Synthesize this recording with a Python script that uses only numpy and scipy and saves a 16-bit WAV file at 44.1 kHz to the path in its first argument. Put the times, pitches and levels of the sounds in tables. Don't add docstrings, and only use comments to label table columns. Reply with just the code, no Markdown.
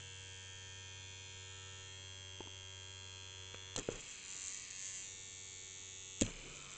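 import sys
import numpy as np
from scipy import signal
from scipy.fft import rfft, irfft
from scipy.io import wavfile
from scipy.ndimage import uniform_filter1d

SR = 44100
rng = np.random.default_rng(int(sys.argv[2]) if len(sys.argv) > 2 else 0)


def to_linear_factor(level_db):
    exponent = np.asarray(level_db, float) / 20
    return 10 ** exponent


def file_out(sig):
    cols = np.atleast_2d(sig).T
    lim = np.clip(cols, -1, 1)
    pcm = np.round(lim * 32767).astype(np.int16)
    wavfile.write(sys.argv[1], SR, pcm)


N = 298557

# t/s, turns per s
SPEED = [(0.0, 95.2), (.09, 95.0), (1.07, 94.9), (1.23, 95.1), (1.39, 94.7), (1.86, 95.2), (1.95, 94.7),
         (2.31, 94.8), (2.44, 94.3), (2.66, 94.8), (2.85, 94.5), (2.93, 94.8), (3.49, 94.25), (3.65, 94.7),
         (3.75, 94.2),
         (3.9, 95.4), (4.25, 94.95), (4.55, 94.9), (4.7, 94.3), (4.8, 95.7), (5.05, 96.4),
                 (5.2, 95.2), (5.4, 94.75), (5.65, 94.5), (6.2, 94.4), (6.4, 94.6), (6.77, 95.6)]


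def motor_turns():
    start_turn = .41
    return start_turn + np.cumsum(in_time(SPEED)[0]) / SR


# t/s, pose 0-3 (2 is rolling), looseness 0-1
POSE = [(0, 0, .1), (.4, 0, .1), (.52, 0, .24), (.62, 0, .1), (1.8, 0, .1), (2.08, 1, .1), (3.2, 1, .1),
        (3.3, 1, .2), (3.42, 1, .12), (3.56, 1, .2), (3.75, 1, .14), (3.77, 2, 1), (4.2, 2, .9),
        (4.3, 2, .55), (4.52, 2, .55), (4.64, 2, .75), (4.76, 2, .5), (5.0, 2, .4), (5.12, 3, .12),
        (6.2, 3, .08), (6.22, 2, 1), (6.5, 2, .9), (6.77, 2, .75)]


def lying(s=None):
    return in_time(POSE, s)


# share of turn, handle level/dB, neck level/dB, head level/dB
CONTACTS = [
    [(.05, 1.5, -6.5, -1.5), (.16, 0.5, -1.5, -15.5), (.3, 0.5, -10.5, -2.5), (.47, 7, -5.5, -7.5),
     (.6, -11, -10, -18.5), (.8, -13, -26, -5), (.92, -3, 3.5, 0)],
    [(.01, 2, -3.5, -7), (.11, -13, -20.5, 2.5), (.21, -9, -3.5, -24), (.34, -17, -9, -6),
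     (.45, -6, -17, -2.5), (.74, 1.5, -16, -11.5), (.87, -4.5, 5, 2.5)],
    [(.12, -2, -4, -19), (.31, 0, 0, 0), (.44, -3, -3, -16), (.6, -2, -2, -13), (.74, -2, -3, -19),
     (.82, -2, -4, -18), (.89, -1, -2, -10)],
    [(.08, -5, -14.5, -19), (.21, -4, -25, 5), (.36, 3, 7.5, -18), (.51, 1, -16, -5), (.68, 0, -10, -4),
     (.89, -1.5, 10, 0), (.96, -0.5, -6, 4)],
]


def contact_blows(turns, slip=0.02836, scatter_db=1.5):
    wobble_turns = 0.0081
    jump_share = .45
    rebound_from, rebound_to, rebound_db = 4.7, 5.1, 8
    table = np.array(CONTACTS)
    turn = np.arange(660)
    t = np.arange(N) / SR
    pose, loose = lying(np.interp(turn, turns, t))
    share = np.clip(1 - np.abs(pose[:, None] - np.arange(4)), 0, 1)[:, :, None]
    loose = np.clip(loose, 0, 1)[:, None, None]
    shape = turn.shape + table.shape[:2]
    jump, lag = rng.standard_normal(shape), wander(shape, 6.0)
    place = turn[:, None, None] + table[..., 0]
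    place = place + slip * loose ** 2 * (jump_share * jump + lag)
    place = place + wobble_turns * lag[:, :1, :1]
    s = np.interp(place, turns, t)
    blow = share * (place < turns[-1]) * to_linear_factor(scatter_db * loose * rng.standard_normal(shape))
    last = s[:, 2, -1]
    blow[:, 2, -1] *= to_linear_factor(rebound_db * (last > rebound_from) * (last < rebound_to))
    return s, blow, loose


# f/Hz, t60/s, then level/dB in each of the four poses
HANDLE = [(1322, 0.045, -10.5, -19, -17.5, -26), (1626, 0.024, -10.5, -2.5, -10, -16),
          (1813, 0.039, -10, -8.5, -7, -9.5), (2240, 0.022, -7.5, 3, -5.5, -0.5),
          (2510, 0.049, -3, -2.5, -1.5, -12), (2770, 0.013, -1, 4, 1, 6.5)]
# f/Hz, t60/s, then level/dB in each pose
NECK = [(3021, 0.031, -8, -11, -7.5, -14), (3190, 0.015, 0.5, 4, 1.5, -2.5), (3372, 0.018, -2, 1, 1, -2),
        (3684, 0.01, -12.5, -19, -1.5, 5), (4164, 0.03, -11.5, -15.5, -3.5, -11),
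        (4465, 0.0088, -13.5, -11, -4, -3.5), (5180, 0.01, -13, -12.5, -4, -28)]
# f/Hz, t60/s, then level/dB in each pose
HEAD = [(5763, 0.016, -7, -9, -11.5, -6), (6183, 0.013, 2.5, -2.5, -2.5, 2), (6710, 0.0073, 5, -1, 1.5, 0),
        (7124, 0.013, 0, -1, 0.5, -6), (7570, 0.012, -9, -4.5, -3, -5.5),
        (8050, 0.011, -10.5, -24, -9.5, -14), (8540, 0.011, -30, -13, -10.5, -11.5)]
# handle, neck, head level/dB
HAMMER_DB = (-6, -7, -12)
SPOT_SHARE = [
    [1],
    [1],
    [.3],
    [1],
]
SIDE_S = (3.95, 4.4, 4.85, 6.35, 6.65)
# level/dB of every tone of handle, neck, head
SIDE_DB = [
    [(3, -1, -4, -4, 2.5, 3), (1, -1, -1, 1, -1, -1, -1), (-2, -1.5, 0.5, 2, 1, -1.5, -2)],
    [(-1.8, -2, -0.14, -0.15, 0.53, 1), (0.65, -1.1, -0.78, 1, 2, 0.6, -0.82),
     (-1.2, -0.13, 1, -0.34, -1.5, -0.72, 1)],
    [(-4.5, -7, -1.5, 2, -2.5, 1.5), (1, 1, -1, -1, 0.77, 0.61, -2), (0, 3, 0.5, 4, 2.5, 4, 1.5)],
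    [(-1, 0, -6, 7, 3, -2), (11, 0, 3, -6, -0.5, -6, 0), (-0.68, 1, 0.41, 1, -2, 0.2, 0.87)],
    [(9, -8, -4.5, -3, -1, -14), (6, 0, -1, 3, -5, -6, -2), (8, 3, 3.5, 4.5, 7, 7, -10)],
]
SOUNDS_ABOVE_HZ = (700, 1800, 5400)


def shell(turns, creep_db=4.5, spot_db=2.0, rub_db=-41):
    chatter_db, chatter_rise_db = -45.5, 42
    roll_damping, roll_t60_s = .66, 0.011
    roll_colour_db, loose_spot_db = 1.5, 3.5
    t, turn, table = np.arange(N) / SR, np.arange(660), np.array(CONTACTS)
    s, blow, loose_per_turn = contact_blows(turns)
    shaky = loose_spot_db * loose_per_turn ** 2
    pose, loose = lying()
    hammering = 4 * loose * (1 - loose)
    rolling = np.clip(1 - np.abs(pose - 2), 0, 1)
    stray = (rng.random(N) < 1500.0 / SR) * rng.standard_normal(N)
    stray = stray * to_linear_factor(chatter_db + chatter_rise_db * loose)
    out = 0
    for part, (modes, level_db) in enumerate(zip((HANDLE, NECK, HEAD), shell_level())):
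        sound = 0
        for k, (hz, t60, *pose_db) in enumerate(modes):
            spot = spot_db * rng.standard_normal(blow.shape[1:])
            creep = wander(blow.shape, 29.0)
            roll_db = roll_colour_db * loose * np.interp(turns, turn, creep[:, 2, 0])
            side_db = np.interp(t, SIDE_S, [side[part][k] for side in SIDE_DB])
            spot_gain = to_linear_factor(spot * SPOT_SHARE + creep_db * creep + shaky * rng.standard_normal(blow.shape))
            sizes = blow * spot_gain * to_linear_factor(table[..., part + 1] + np.array(pose_db)[:, None])
            unsteady = stray + to_linear_factor(rub_db) * rng.standard_normal(N)
            unsteady *= to_linear_factor(np.interp(pose, np.arange(4), pose_db) + HAMMER_DB[part] * hammering)
            drive = to_linear_factor(roll_db) * (clicks_at(s, sizes) + unsteady)
            free = ring((1 - rolling) * drive, hz, t60)
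            rubbed = ring(rolling * to_linear_factor(side_db) * drive, hz, min(roll_damping * t60, roll_t60_s))
            sound = sound + (-1) ** k * (free + rubbed)
        high_pass = signal.butter(3, SOUNDS_ABOVE_HZ[part], "high", fs=SR, output="sos")
        sound = signal.sosfilt(high_pass, sound)
        out = out + to_linear_factor(level_db) * sound / np.sqrt(uniform_filter1d(sound ** 2, size=1864))
    return out


# handle, neck, head level/dB
SHELL_DB = [(-59.5, -57, -58.5), (-60.5, -56, -59.5), (-58.5, -59, -58.5), (-61.5, -59, -53.5)]
# t/s of peak, half length/s, head gain level/dB
HEAD_SWELLS = [(3.924, 0.031, 5), (4.008, 0.017, 3), (4.114, 0.11, 6.5), (4.324, 0.13, 10), (4.462, 0.32, 12.5),
               (4.86, 0.25, 13), (4.966, 0.18, 12), (6.258, 0.081, 7), (6.565, 0.035, 5.5), (6.632, 0.015, -1),
               (6.732, 0.036, 4.5)]
SWELL_SHARE = (0.066, 0.15, 1)


def shell_level():
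    t = np.arange(N) / SR
    presses = [db * np.clip(1 - np.abs(t - s) / half, 0, 1) for s, half, db in HEAD_SWELLS]
    return in_pose(SHELL_DB) + np.array(SWELL_SHARE)[:, None] * np.max(presses, axis=0)


# multiple of the turn rate, level/dB
ORDER_DB = [
    [(1, 0), (2, -19.5), (3, -26), (4, -13), (5, -9), (6, -20), (7, -30.5), (8, -43), (9, -18), (10, -15.5),
     (11, -31), (12, -38.5), (13, -31)],
    [(1, 0), (2, -22.5), (3, -23), (4, -12.5), (5, -11.5), (6, -14), (7, -41.5), (8, -43), (9, -17),
     (10, -13.5), (11, -20), (12, -20), (13, -20.5)],
    [(1, 0), (2, -2.5), (3, -5), (4, -8), (5, -9.5), (6, -18.5), (7, -17.5), (8, -33), (9, -10), (10, -8.5),
     (11, -15.5), (12, -7), (13, -13)],
    [(1, 0), (2, -8), (3, -13.5), (4, -6), (5, -9.5), (6, -29), (7, -22), (8, -27), (9, -13), (10, -20.5),
     (11, -22.5), (12, -12), (13, -27.5)],
]
# first multiple level/dB, higher multiples level/dB
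HUM_DB = [(-56.5, -60.5), (-57, -61.5), (-66, -70.5), (-64.5, -68.5)]
# first multiple level/dB, higher multiples level/dB
LIFT_LOSS_DB = (-16, -3.5)


def hum(turns):
    pose, loose = lying()
    first_db, higher_db = in_pose(HUM_DB) + np.array(LIFT_LOSS_DB)[:, None] * loose
    out = -to_linear_factor(first_db) * np.cos(2 * np.pi * turns)
    for k, pose_db in enumerate(np.array(ORDER_DB)[:, 1:, 1].T):
        level_db = higher_db + np.interp(pose, np.arange(4), pose_db)
        tone = np.sin(2 * np.pi * ((k + 2) * turns + rng.random()))
        out += to_linear_factor(level_db + 2.77 * sway(1.0)) * tone
    return np.sqrt(2) * out


# t/s, peak level/dB, f/Hz, t60/s, seat boom level/dB
THUMPS = [(2.405, -37, 370, 0.031, -25), (2.406, -41.5, 874, 0.031, -41), (2.437, -47, 600, 0.0076, -36),
          (2.458, -49, 400, 0.028, -34), (2.472, -50, 298, 0.031, -19), (2.473, -46.5, 955, 0.018, -33),
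          (3.544, -42.5, 513, 0.022, -25), (3.545, -37, 1310, 0.0041, -41), (3.544, -43, 1940, 0.0067, -39),
          (3.761, -31.5, 950, 0.0044, -16), (3.784, -34.5, 269, 0.041, -15),
          (3.888, -21.5, 460, 0.016, -29), (3.888, -37.5, 1300, 0.0092, -24), (3.917, -42, 393, 0.031, -19),
          (6.2125, -50, 119.9, 0.011, -20), (6.215, -23.5, 262, 0.021, -8), (6.219, -22, 313, 0.021, -7.5),
          (6.2199, -28.5, 553, 0.036, -36), (6.228, -36, 240, 0.099, -29), (6.261, -40, 202, 0.057, -19),
          (6.436, -58, 304, 0.044, -8)]
# f/Hz, level/dB, t60/s
SEAT = [(32.2, -17.5, 0.85), (103.7, 2.5, 0.19), (173.5, -14, 0.38)]


def thumps():
    s, peak_db, _, _, boom_db = np.transpose(THUMPS)
    out = sum(ring(clicks_at(s, to_linear_factor(peak_db + boom_db + db)), hz, t60) for hz, db, t60 in SEAT)
    for at, db, hz, t60, _ in THUMPS:
        soft = signal.butter(1, 3.7 * hz, fs=SR)
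        out -= to_linear_factor(db + 3.0) * signal.lfilter(*soft, ring(clicks_at(at, 0.77), hz, t60))
    return out


# t/s, head level/dB, neck level/dB, handle level/dB
CRACKS = [(2.405, -53, -49, -46), (3.903, -41, -50, -58), (3.915, -47, -53, -58), (3.92, -44, -55, -58),
          (3.926, -43, -56, -58), (3.977, -44, -56, -56), (4.005, -40, -58, -58), (4.010, -39, -58, -58),
          (4.016, -45, -58, -56), (4.303, -39, -61, -58), (4.364, -33, -58, -58), (4.6828, -44, -58, -60),
          (6.624, -41, -64, -60), (6.715, -44, -60, -60), (3.999, -45, -56, -58), (4.087, -44, -58, -55),
          (4.535, -35, -52, -58), (4.5456, -37, -55, -60), (4.621, -37, -58, -58), (4.7044, -42, -59, -58),
          (4.7093, -37, -59, -59), (6.428, -54, -63, -60), (6.4963, -46, -63, -55), (6.704, -49, -52, -60),
          (6.7354, -41, -51, -56), (4.108, -42, -57, -60), (4.4608, -32, -56, -59), (4.481, -33, -47, -57),
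          (6.6132, -43, -53, -54), (6.6457, -40, -58, -58), (4.573, -32, -54, -59), (3.544, -51, -52, -39),
          (3.7617, -22.5, -28.5, -34), (3.7665, -38, -38, -50), (3.766, -37, -55, -50),
          (3.779, -28.5, -40, -41), (3.788, -30, -33, -43), (3.7944, -31, -42, -45),
          (3.957, -37.5, -53, -55), (6.211, -18, -37, -31), (6.218, -27, -30, -37), (6.221, -22, -32, -30),
          (6.224, -32, -46, -43.5), (6.232, -37, -38, -38), (6.264, -42, -43, -39)]


def cracks():
    longest_s = .016
    s, *part_db = np.transpose(CRACKS)
    out = 0
    for modes, level_db in zip((HEAD, NECK, HANDLE), part_db):
        chance = rng.standard_normal((len(s), len(modes)))
        for k, (hz, t60, _, _, rolling_db, _) in enumerate(modes):
            sizes = to_linear_factor(level_db + rolling_db - 6.5 + 3.4 * chance[:, k])
            out = out + (-1) ** k * ring(clicks_at(s, sizes), hz, min(t60, longest_s))
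    return out


# t/s, peak level/dB, t60/s
SCUFF = [
    (3.779, -43.5, 0.26),
    (3.897, -51, 0.69),
    (4.35, -72, 0.79),
    (5.002, -75.5, 3.9),
    (6.227, -51, 1.16),
    (6.55, -63, 2.3),
]
# f/Hz, level/dB per Hz
SCUFF_COLOUR = [(12, -17), (31, 0), (60, -12), (140, -10.5), (250, -10.5), (480, -6), (700, -20),
                (1500, -19), (3000, -30.5), (20000, -89)]


def scuff():
    t = np.arange(N) / SR
    level = 0
    for s, db, t60 in SCUFF:
        away = np.where(t > s, t - s, (s - t) / 0.1)
        level = level + to_linear_factor(db - 60 / t60 * away)
    return level * to_linear_factor(4.2 * sway(36.0)) * coloured(SCUFF_COLOUR)


# t/s, f/Hz, level/dB
DRONE = [(0, 136.6, -61.5), (.5, 125.6, -76), (.6, 131.4, -68), (2.1, 134, -68.5), (2.4, 132.7, -81.5),
         (5.0, 134.2, -77), (6.2, 129.9, -77.5), (6.5, 146, -65.5), (6.77, 134, -74)]


def drone():
    hz, level_db = in_time(DRONE)
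    return np.sqrt(2) * to_linear_factor(level_db + 3.3 * sway(1.1)) * np.sin(2 * np.pi * np.cumsum(hz) / SR)


# f/Hz, level/dB per Hz
ROOM = [(12, -10), (31, -10.5), (50, -16.5), (80, -9.5), (160, -17.5), (300, -20.5), (500, -22.5),
        (700, -26.5), (1200, -26.5), (1900, -33), (3000, -29), (5000, -34), (8000, -27), (20000, -69.5)]


def room():
    return to_linear_factor(-66.5) * coloured(ROOM)


def rms_one(x):
    return x / np.sqrt(np.mean(x ** 2) + 1e-20)


def in_time(rows, s=None):
    at, *columns = np.transpose(rows)
    when = np.arange(N) / SR if s is None else s
    return [np.interp(when, at, c) for c in columns]


def in_pose(table):
    pose = lying()[0]
    return np.array([np.interp(pose, np.arange(4), c) for c in np.transpose(table)])


def ring(clicks, hz, t60):
    r, w = to_linear_factor(-60 / (t60 * SR)), 2 * np.pi * hz / SR
    return signal.lfilter([0, np.sin(w)], [1, -2 * r * np.cos(w), r * r], clicks + 1e-18)


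def clicks_at(s, sizes):
    at = np.clip(np.ravel(s) * SR, 0, N - 2)
    whole, sizes = at.astype(int), np.ravel(sizes)
    early = np.bincount(whole, sizes * (1 + whole - at), N)
    return early + np.bincount(whole + 1, sizes * (at - whole), N)


def wander(shape, steps):
    r = np.exp(-1 / steps)
    white = rng.standard_normal((shape[0] + 400,) + shape[1:])
    return rms_one(signal.lfilter([1], [1, -2 * r, r * r], white, axis=0)[400:])


def sway(per_s):
    return np.repeat(wander((N // 100 + 1,), SR / 100 / per_s), 100)[:N]


def coloured(spectrum):
    hz, level_db = np.transpose(spectrum)
    grid = np.fft.rfftfreq(N, 1 / SR) + 1
    gain = to_linear_factor(np.interp(np.log(grid), np.log(hz), level_db))
    return rms_one(irfft(rfft(rng.standard_normal(N)) * gain, N))


def scene():
    turns = motor_turns()
    near = shell(turns) + hum(turns) + thumps() + cracks() + scuff()
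    return (near + drone() + room())[None]


def roll_off(x):
    return signal.sosfilt(signal.butter(12, 9280, fs=SR, output="sos"), x)


def record(dry):
    steep = signal.cheby2(10, 50, 9600, fs=SR, output="sos")
    mix = signal.sosfilt(steep, dry)
    return roll_off(mix)


dry = scene()
out = record(dry)
file_out(out)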